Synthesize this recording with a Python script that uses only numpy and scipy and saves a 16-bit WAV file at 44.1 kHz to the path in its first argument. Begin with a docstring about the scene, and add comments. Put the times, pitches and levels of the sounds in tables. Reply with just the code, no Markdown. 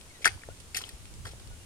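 """Outdoors at night, just above sticky mud: one rubber boot tears free with a loud suck and is set down
with a wet splat; then the other starts to pull out. Rupturing mud films radiate bursts of tiny impulses,
which excite bubbles and the hollow under the sole. Air pockets pop as damped oscillators, the mud keeps
ticking, wet rubber squeaks and the ground thuds. Near reflections and a faint scatter from the banks
follow; a soft hiss and a low rumble on the microphone lie beneath."""
import sys
import numpy as np
from scipy import signal
from scipy.fft import rfft, irfft, next_fast_len
from scipy.io import wavfile
from scipy.ndimage import uniform_filter1d

SR = 44100
rng = np.random.default_rng(int(sys.argv[2]) if len(sys.argv) > 2 else 0)


def inscribe(sig):
    """Save sig as 16-bit PCM at rate SR to the path in sys.argv[1].

    A 1-D sig is mono; a 2-D sig holds one channel per row.
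    Samples are clipped to [-1, 1] before scaling.
    """
    pcm = np.round(np.clip(np.atleast_2d(sig).T, -1, 1) * 32767)
    wavfile.write(sys.argv[1], SR, pcm.astype(np.int16))


N = 72765
TIME, FREQS = np.arange(N) / SR, np.fft.rfftfreq(N, 1 / SR)


def from_db(db):
    """Amplitude ratio of a level in decibels."""
    return 10 ** (np.asarray(db) / 20)


def unit_rms(x):
    """Normalisation to an rms of 1."""
    return x / np.sqrt(np.mean(x ** 2) + 1e-20)


def at_hz(points, hz):
    """Interpolation of a table on a logarithmic frequency axis."""
    f, value = np.transpose(points)
    return np.interp(np.log(np.maximum(hz, 1)), np.log(f), value)


def colour(x, points, power=1):
    """Minimum-phase filtering by the folded cepstrum; the gain in dB is the table times power."""
    size = 2 * next_fast_len(len(x))
    gain = from_db(at_hz(points, np.fft.rfftfreq(size, 1 / SR)))
    cepstrum = irfft(power * np.log(gain))
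    cepstrum[1:size // 2] *= 2
    cepstrum[size // 2 + 1:] = 0
    return irfft(rfft(x, size) * np.exp(rfft(cepstrum)))[:len(x)]


def resonate(x, hz, q):
    """Resonance as a steep band-pass of bandwidth about hz / q."""
    edge = np.exp(.5 / q)
    band = [hz / edge, min(hz * edge, SR / 2 - 1)]
    return signal.sosfilt(signal.butter(2, band, "band", fs=SR, output="sos"), x + 1e-18)


def add(out, onset, x):
    """Superposition of x on out, from an onset in seconds."""
    start = int(max(onset, 0) * SR)
    out[..., start:start + x.shape[-1]] += x[..., :N - start]


def clicks(per_s, size, spread_db=3.5):
    """A Poisson process of impulses, uneven in size and sign."""
    heights = from_db(spread_db * np.minimum(rng.exponential(1, size), 3))
    signs = rng.choice([-1, 1], size)
    return heights * signs * (rng.random(size) < per_s / SR)


def drift(size, window):
    """Slow random fluctuation: a moving average of white noise, rms 1."""
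    return unit_rms(uniform_filter1d(rng.standard_normal(size), window))


def stereo_noise(spectrum, correlation):
    """Partially coherent noise: the balance of mid and side sets the correlation; rms 1."""
    mid, side = rfft(rng.standard_normal((2, N))) * from_db(at_hz(spectrum, FREQS))
    alike = np.clip(at_hz(correlation, FREQS), -1, 1)
    return unit_rms(irfft(np.sqrt(1 + alike) * mid + np.sqrt(1 - alike) * side * [[1], [-1]], N))


# Spectral density of the hiss: f/Hz, relative level/dB
HISS_SPECTRUM = [(30, 3.5), (130, -2.5), (250, -6.5), (400, -8), (700, -12.5), (1200, -13.5), (2000, -15.5),
                 (3000, -14), (4500, -16.5), (7000, -15), (9400, -14), (11500, -23.5), (13000, -25.5),
                 (16000, -40)]
# Coherence of the hiss: f/Hz, left-right correlation
HISS_CORRELATION = [(100, 1), (400, 0.83), (1000, 0.2), (2500, 0), (6000, 0), (14000, 0.07)]


def hiss(level_db=-52, waver_db=0.03):
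    """Night air and the microphone give nearly stationary broadband noise."""
    gain = from_db(level_db + waver_db * drift(N, window=2500))
    return gain * stereo_noise(HISS_SPECTRUM, HISS_CORRELATION)


# Envelope of the rumble: t/s, level/dB
RUMBLE_ENVELOPE = [(0.0, -51), (0.16, -65.5), (0.362, -43.5), (0.398, -67), (0.514, -45), (0.556, -55.5),
                   (0.666, -57), (0.684, -52), (0.914, -58), (0.936, -45), (0.982, -63), (1.006, -46),
                   (1.074, -51), (1.216, -43), (1.432, -52), (1.466, -44.5), (1.584, -50.5), (1.65, -57)]
# Spectral density of the rumble: f/Hz, relative level/dB
RUMBLE_SPECTRUM = [(10, -26), (25, -19), (45, -1.5), (65, -3), (95, -1), (130, -10), (200, -23), (500, -53)]


def rumble(gain_db=0.5):
    """Air and handling on the microphone give amplitude-modulated low-frequency noise."""
    envelope = from_db(gain_db + np.interp(TIME, *np.transpose(RUMBLE_ENVELOPE)))
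    return envelope * stereo_noise(RUMBLE_SPECTRUM, correlation=[(30, 0.63), (130, 0.17)])


# Small films snapping: t/s, level before filtering/dB
FILM_SNAPS = [(0.012, -36.5), (0.319, -40), (0.347, -42), (0.395, -41), (0.703, -50), (0.854, -50),
              (1.055, -37.5), (1.14, -37.5), (1.474, -39)]
# Spectrum of fine spray, shared by snaps, bubbles and tears: f/Hz, gain/dB
SPRAY_SPECTRUM = [(300, -35.5), (1000, -19), (2200, 0), (3400, 1), (4500, 0), (6000, -1), (7500, -6),
                  (9600, 4), (11500, -18), (14000, -30), (16000, -30)]


def snaps(size=1024, t60=0.0065, ticks_per_s=84, tick_db=-66.5):
    """Film rupture is a broadband transient: single films snap, and fainter ones tick at random."""
    out = from_db(tick_db) * unit_rms(clicks(ticks_per_s, N))
    decay = 1000 ** (-TIME[:size] / t60)
    for onset, db in FILM_SNAPS:
        snap = rng.standard_normal(size) * decay
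        add(out, onset, from_db(db) * 2 * snap / np.abs(snap).max())
    return colour(out, SPRAY_SPECTRUM)


# Air pockets bursting: t/s, starting f/Hz, peak level/dB, T60/s, glide/(octaves per s)
AIR_POCKETS = [(0.062, 910, -50.5, 0.02, 22), (0.208, 470, -47.5, 0.032, 15), (0.2572, 1670, -8, 0.017, 36),
               (0.2701, 1495, -18.5, 0.016, 7.6), (0.2765, 1992, -25, 0.048, 6.5),
               (0.376, 960, -45.5, 0.013, 20), (0.4185, 2270, -47.5, 0.028, 6.7),
               (0.4353, 1726, -36.5, 0.012, 9.6), (0.488, 543, -29.5, 0.01, 37),
               (0.747, 4400, -29.5, 0.014, 11), (0.7492, 2380, -25.5, 0.0097, 20),
               (0.7685, 1850, -33.5, 0.04, 3.9), (0.7705, 6400, -24, 0.017, 13),
               (0.8135, 2270, -39, 0.012, 110), (0.8375, 1080, -39.5, 0.0078, 51),
               (0.8384, 2980, -30, .018, 5.7), (0.8402, 3930, -35, 0.0058, 80),
               (0.8805, 860, -46.5, .012, 23), (1.2589, 1150, -34.5, 0.012, 7.1),
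               (1.335, 513, -39, 0.0074, 69), (1.512, 830, -48.5, 0.014, 18)]


def pops(size=2048, attack_s=0.0002, wobble=0.066):
    """An opening air pocket rings as a damped oscillator whose frequency rises unsteadily."""
    out, t = np.zeros(N), TIME[:size]
    for onset, hz, db, t60, glide in AIR_POCKETS:
        pitch = hz * 2 ** (glide * t) * (1 + wobble * drift(size, window=24))
        phase = 2 * np.pi * np.cumsum(pitch) / SR
        envelope = (1 - np.exp(-t / attack_s)) * 1000 ** (-t / t60)
        add(out, onset, from_db(db) * envelope / envelope.max() * np.sin(phase))
    return out


# Faint squeaks of wet rubber: t/s, duration/s, first f/Hz, last f/Hz, level/dB
RUBBER_SQUEAKS = [(0.094, 0.033, 2206, 2130, -55), (0.133, 0.054, 2030, 1860, -53),
                  (0.30, 0.086, 1554, 1480, -59), (0.492, 0.032, 1350, 1525, -53.5),
                  (1.041, 0.061, 2800, 2720, -59.5), (1.50, 0.053, 1480, 1450, -58),
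                  (1.585, 0.072, 2770, 2830, -57)]


def squeaks(harmonics_db=(-2.5, -6.5, -11), wobble=0.0037):
    """Wet rubber vibrates almost periodically: a harmonic series on a gliding fundamental."""
    out = np.zeros(N)
    for onset, duration, first_hz, last_hz, db in RUBBER_SQUEAKS:
        progress = np.linspace(0, 1, int(duration * SR))
        pitch = first_hz + (last_hz - first_hz) * progress
        pitch *= 1 + wobble * drift(len(progress), window=100)
        phase = 2 * np.pi * np.cumsum(pitch) / SR
        tone = sum(from_db(level) * np.sin(k * phase) for k, level in enumerate(harmonics_db, 1))
        add(out, onset, from_db(db) * np.sin(np.pi * progress) * tone)
    return out


def bubbles(count=16, per_s=3700, low_hz=2485, high_hz=10500):
    """Tiny bubbles in the spray ring briefly as resonators under random impulses; rms 1."""
    pitches = np.geomspace(low_hz, high_hz, count)
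    froth = sum(resonate(clicks(per_s / count, N), hz, q=11.2) for hz in pitches)
    return unit_rms(colour(froth, SPRAY_SPECTRUM))


# Wet mud ripped or squeezed: t/s, rise/s, T60/s, hollow f/Hz, hollow level/dB, spray level/dB,
# slop level/dB, fizz level re spray/dB, left minus right level/dB
MUD_TEARS = [(0.214, 0.0096, 0.086, 2340, -52, -45, -57, -15, -2.5),
             (0.2442, 0.00028, 0.019, 2180, -22, -26.5, -50, -16, -1),
             (0.2454, 0.00026, 0.018, 2950, -25.5, -45, -52, -25, 5),
             (0.2533, 0.00026, 0.026, 1540, -20, -20, -35.5, -12, 9),
             (0.256, 0.00045, .016, 1700, -29.5, -17, -35.5, -13, -10),
             (0.261, 0.0062, 0.032, 1694, -21.5, -24, -31.5, -13, -0.5),
             (0.274, .002, 0.02, 2160, -21, -23.5, -33, -12, 0.5),
             (0.289, 0.0022, 0.024, 2630, -38.5, -53.5, -46, -22, 2),
             (0.599, 0.0036, 0.032, 2400, -82, -47.5, -78, -21, -14),
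             (0.7451, 0.00052, 0.056, 2100, -37.5, -32, -50.5, -8, 0),
             (0.757, .001, 0.017, 2700, -60, -35.5, -44.5, -19, 11),
             (0.763, 0.0083, 0.062, 2030, -38.5, -28, -48.5, -3.5, -3.5),
             (0.786, 0.0021, 0.05, 3000, -59, -39, -49.5, -13, 2),
             (0.805, 0.0016, 0.035, 1240, -41.5, -46, -54, -8, -2),
             (0.8151, 0.0019, 0.04, 5030, -55, -37.5, -49, -6, -3.5),
             (0.846, 0.0022, 0.43, 2900, -71, -49, -59.5, -10, 0.5),
             (0.8904, 0.00057, 0.019, 1830, -45, -38, -65, -2.5, -4.5),
             (1.25, 0.0062, 0.021, 1480, -37.5, -39.5, -50.5, -11, -5),
             (1.266, 0.0017, 0.082, 2100, -50, -40.5, -45.5, -11, -3),
             (1.289, .002, 0.04, 4400, -64, -50, -60, -12, 3),
             (1.31, 0.0064, 0.058, 2600, -70, -49, -69, -14, -4),
             (1.397, 0.00089, 0.041, 1220, -54, -49, -52.5, -14, -3)]
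# Spectrum of the finest droplets: f/Hz, gain/dB
FIZZ_SPECTRUM = [(4000, -33.5), (7500, -8.5), (9700, 2.5), (11500, -7.5), (14000, -13), (15300, -17),
                 (16000, -27)]
# Spectrum of the heavy slop: f/Hz, gain/dB
SLOP_SPECTRUM = [(30, -40), (80, -24), (170, -7), (340, -6.5), (480, -1), (630, -9), (790, 2.5), (960, -18),
                 (1200, -3.5), (2500, -29), (8000, -85)]


def tears(size=6000, clicks_per_s=10000, bubble_db=1):
    """Source and filter: a swell of ruptures excites spray, dull slop and the hollow under the sole."""
    out, t, froth = np.zeros((2, N)), TIME[:size], bubbles()
    for onset, rise, t60, hollow_hz, hollow_db, spray_db, slop_db, fizz_db, pan_db in MUD_TEARS:
        swell = np.minimum(t / rise, 1) * 1000 ** (-np.maximum(t - rise, 0) / t60)
        rip = clicks(clicks_per_s, size) * swell
        droplets = unit_rms(colour(rip, SPRAY_SPECTRUM))
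        bubbling = from_db(bubble_db) * unit_rms(froth[int(onset * SR):][:size] * swell)
        fizz = from_db(fizz_db) * unit_rms(colour(rip, FIZZ_SPECTRUM))
        spray = from_db(spray_db) * (unit_rms(droplets + bubbling) + fizz)
        slop = from_db(slop_db) * unit_rms(colour(rip, SLOP_SPECTRUM))
        hollow = from_db(hollow_db) * unit_rms(resonate(rip, hollow_hz, q=2.66))
        swell_rms = np.sqrt(np.mean(swell ** 2))   # refers the levels to the crest of the swell
        pan = from_db([[pan_db / 2], [-pan_db / 2]])
        add(out, onset, (spray + slop + hollow) * swell_rms * pan)
    return out


# Shifts of weight on the boot: t/s, f/Hz, level/dB, T60/s
WEIGHT_SHIFTS = [(0.492, 166, -46, .06), (0.498, 96, -42, .08), (0.93, 51, -40, 0.17),
                 (1.219, 92, -41, 0.12), (1.335, 194, -45, 0.067), (1.455, 87.5, -54, 0.09)]


def thuds(size=8192, attack_s=0.0095):
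    """Soft ground yields under the boot in a heavily damped low-frequency oscillation."""
    out, t = np.zeros(N), TIME[:size]
    for onset, hz, db, t60 in WEIGHT_SHIFTS:
        envelope = np.minimum(t / attack_s, 1) * 1000 ** (-t / t60)
        add(out, onset, from_db(db) * envelope * np.sin(2 * np.pi * hz * t))
    return out


# Level difference between the microphone ports: f/Hz, nominal left minus right level/dB
PORT_LEVEL_DIFFERENCE = [(200, 1), (700, 1.5), (1300, 4.5), (2200, 10), (4400, 3), (8000, 2), (15000, 1)]
# Phase difference between the ports: f/Hz, lag of the right/rad
PORT_PHASE_LAG = [(0, 0), (1980, 1.24), (3800, 3.5), (6800, 11.5), (10100, 17), (16000, 23.5)]


def microphone_ports(x):
    """Direct sound reaches two ports with frequency-dependent differences of level and phase."""
    left = colour(x[0], PORT_LEVEL_DIFFERENCE, power=0.46)
    right = colour(x[1], PORT_LEVEL_DIFFERENCE, power=-0.59)
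    lag = np.interp(FREQS, *np.transpose(PORT_PHASE_LAG))
    return np.array([left, irfft(rfft(right) * np.exp(-1j * lag), N)])


def reflect(x, t60):
    """Diffuse reflection: convolution with decaying noise of unit energy, different in each channel."""
    envelope = np.minimum(20 * TIME / t60, 1) * from_db(-60 * np.minimum(TIME / t60, 3))
    response = unit_rms(rng.standard_normal((2, N)) * envelope) / np.sqrt(N)
    return signal.fftconvolve(x, response, axes=1)[:, :N]


# Spectrum returned by banks and reeds: f/Hz, gain/dB
BANK_SCATTER = [(200, -4), (900, 10.5), (1600, -5.5), (3000, 5), (9000, 3), (15000, -10)]


def outdoors(x, near_db=-7, far_db=-20.5):
    """Legs and nearby ground reflect the direct sound; banks and reeds scatter a little back."""
    direct = microphone_ports(x)
    scattered = colour(x.mean(axis=0), BANK_SCATTER)[None]
    near = from_db(near_db) * reflect(direct, t60=0.027)
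    far = from_db(far_db) * reflect(scattered, t60=0.28)
    return direct + near + far


def scene():
    """Superposition of the boots in the mud, their reflections and the night background."""
    boots = tears() + pops() + snaps() + squeaks() + thuds()
    return outdoors(boots) + hiss() + rumble()


def record(dry):
    """Band limiting: a steep elliptic low-pass removes the highest treble."""
    cutoff_hz = 15900
    return signal.sosfilt(signal.ellip(10, .1, 80, cutoff_hz, fs=SR, output="sos"), dry)


dry = scene()
out = record(dry)
inscribe(out)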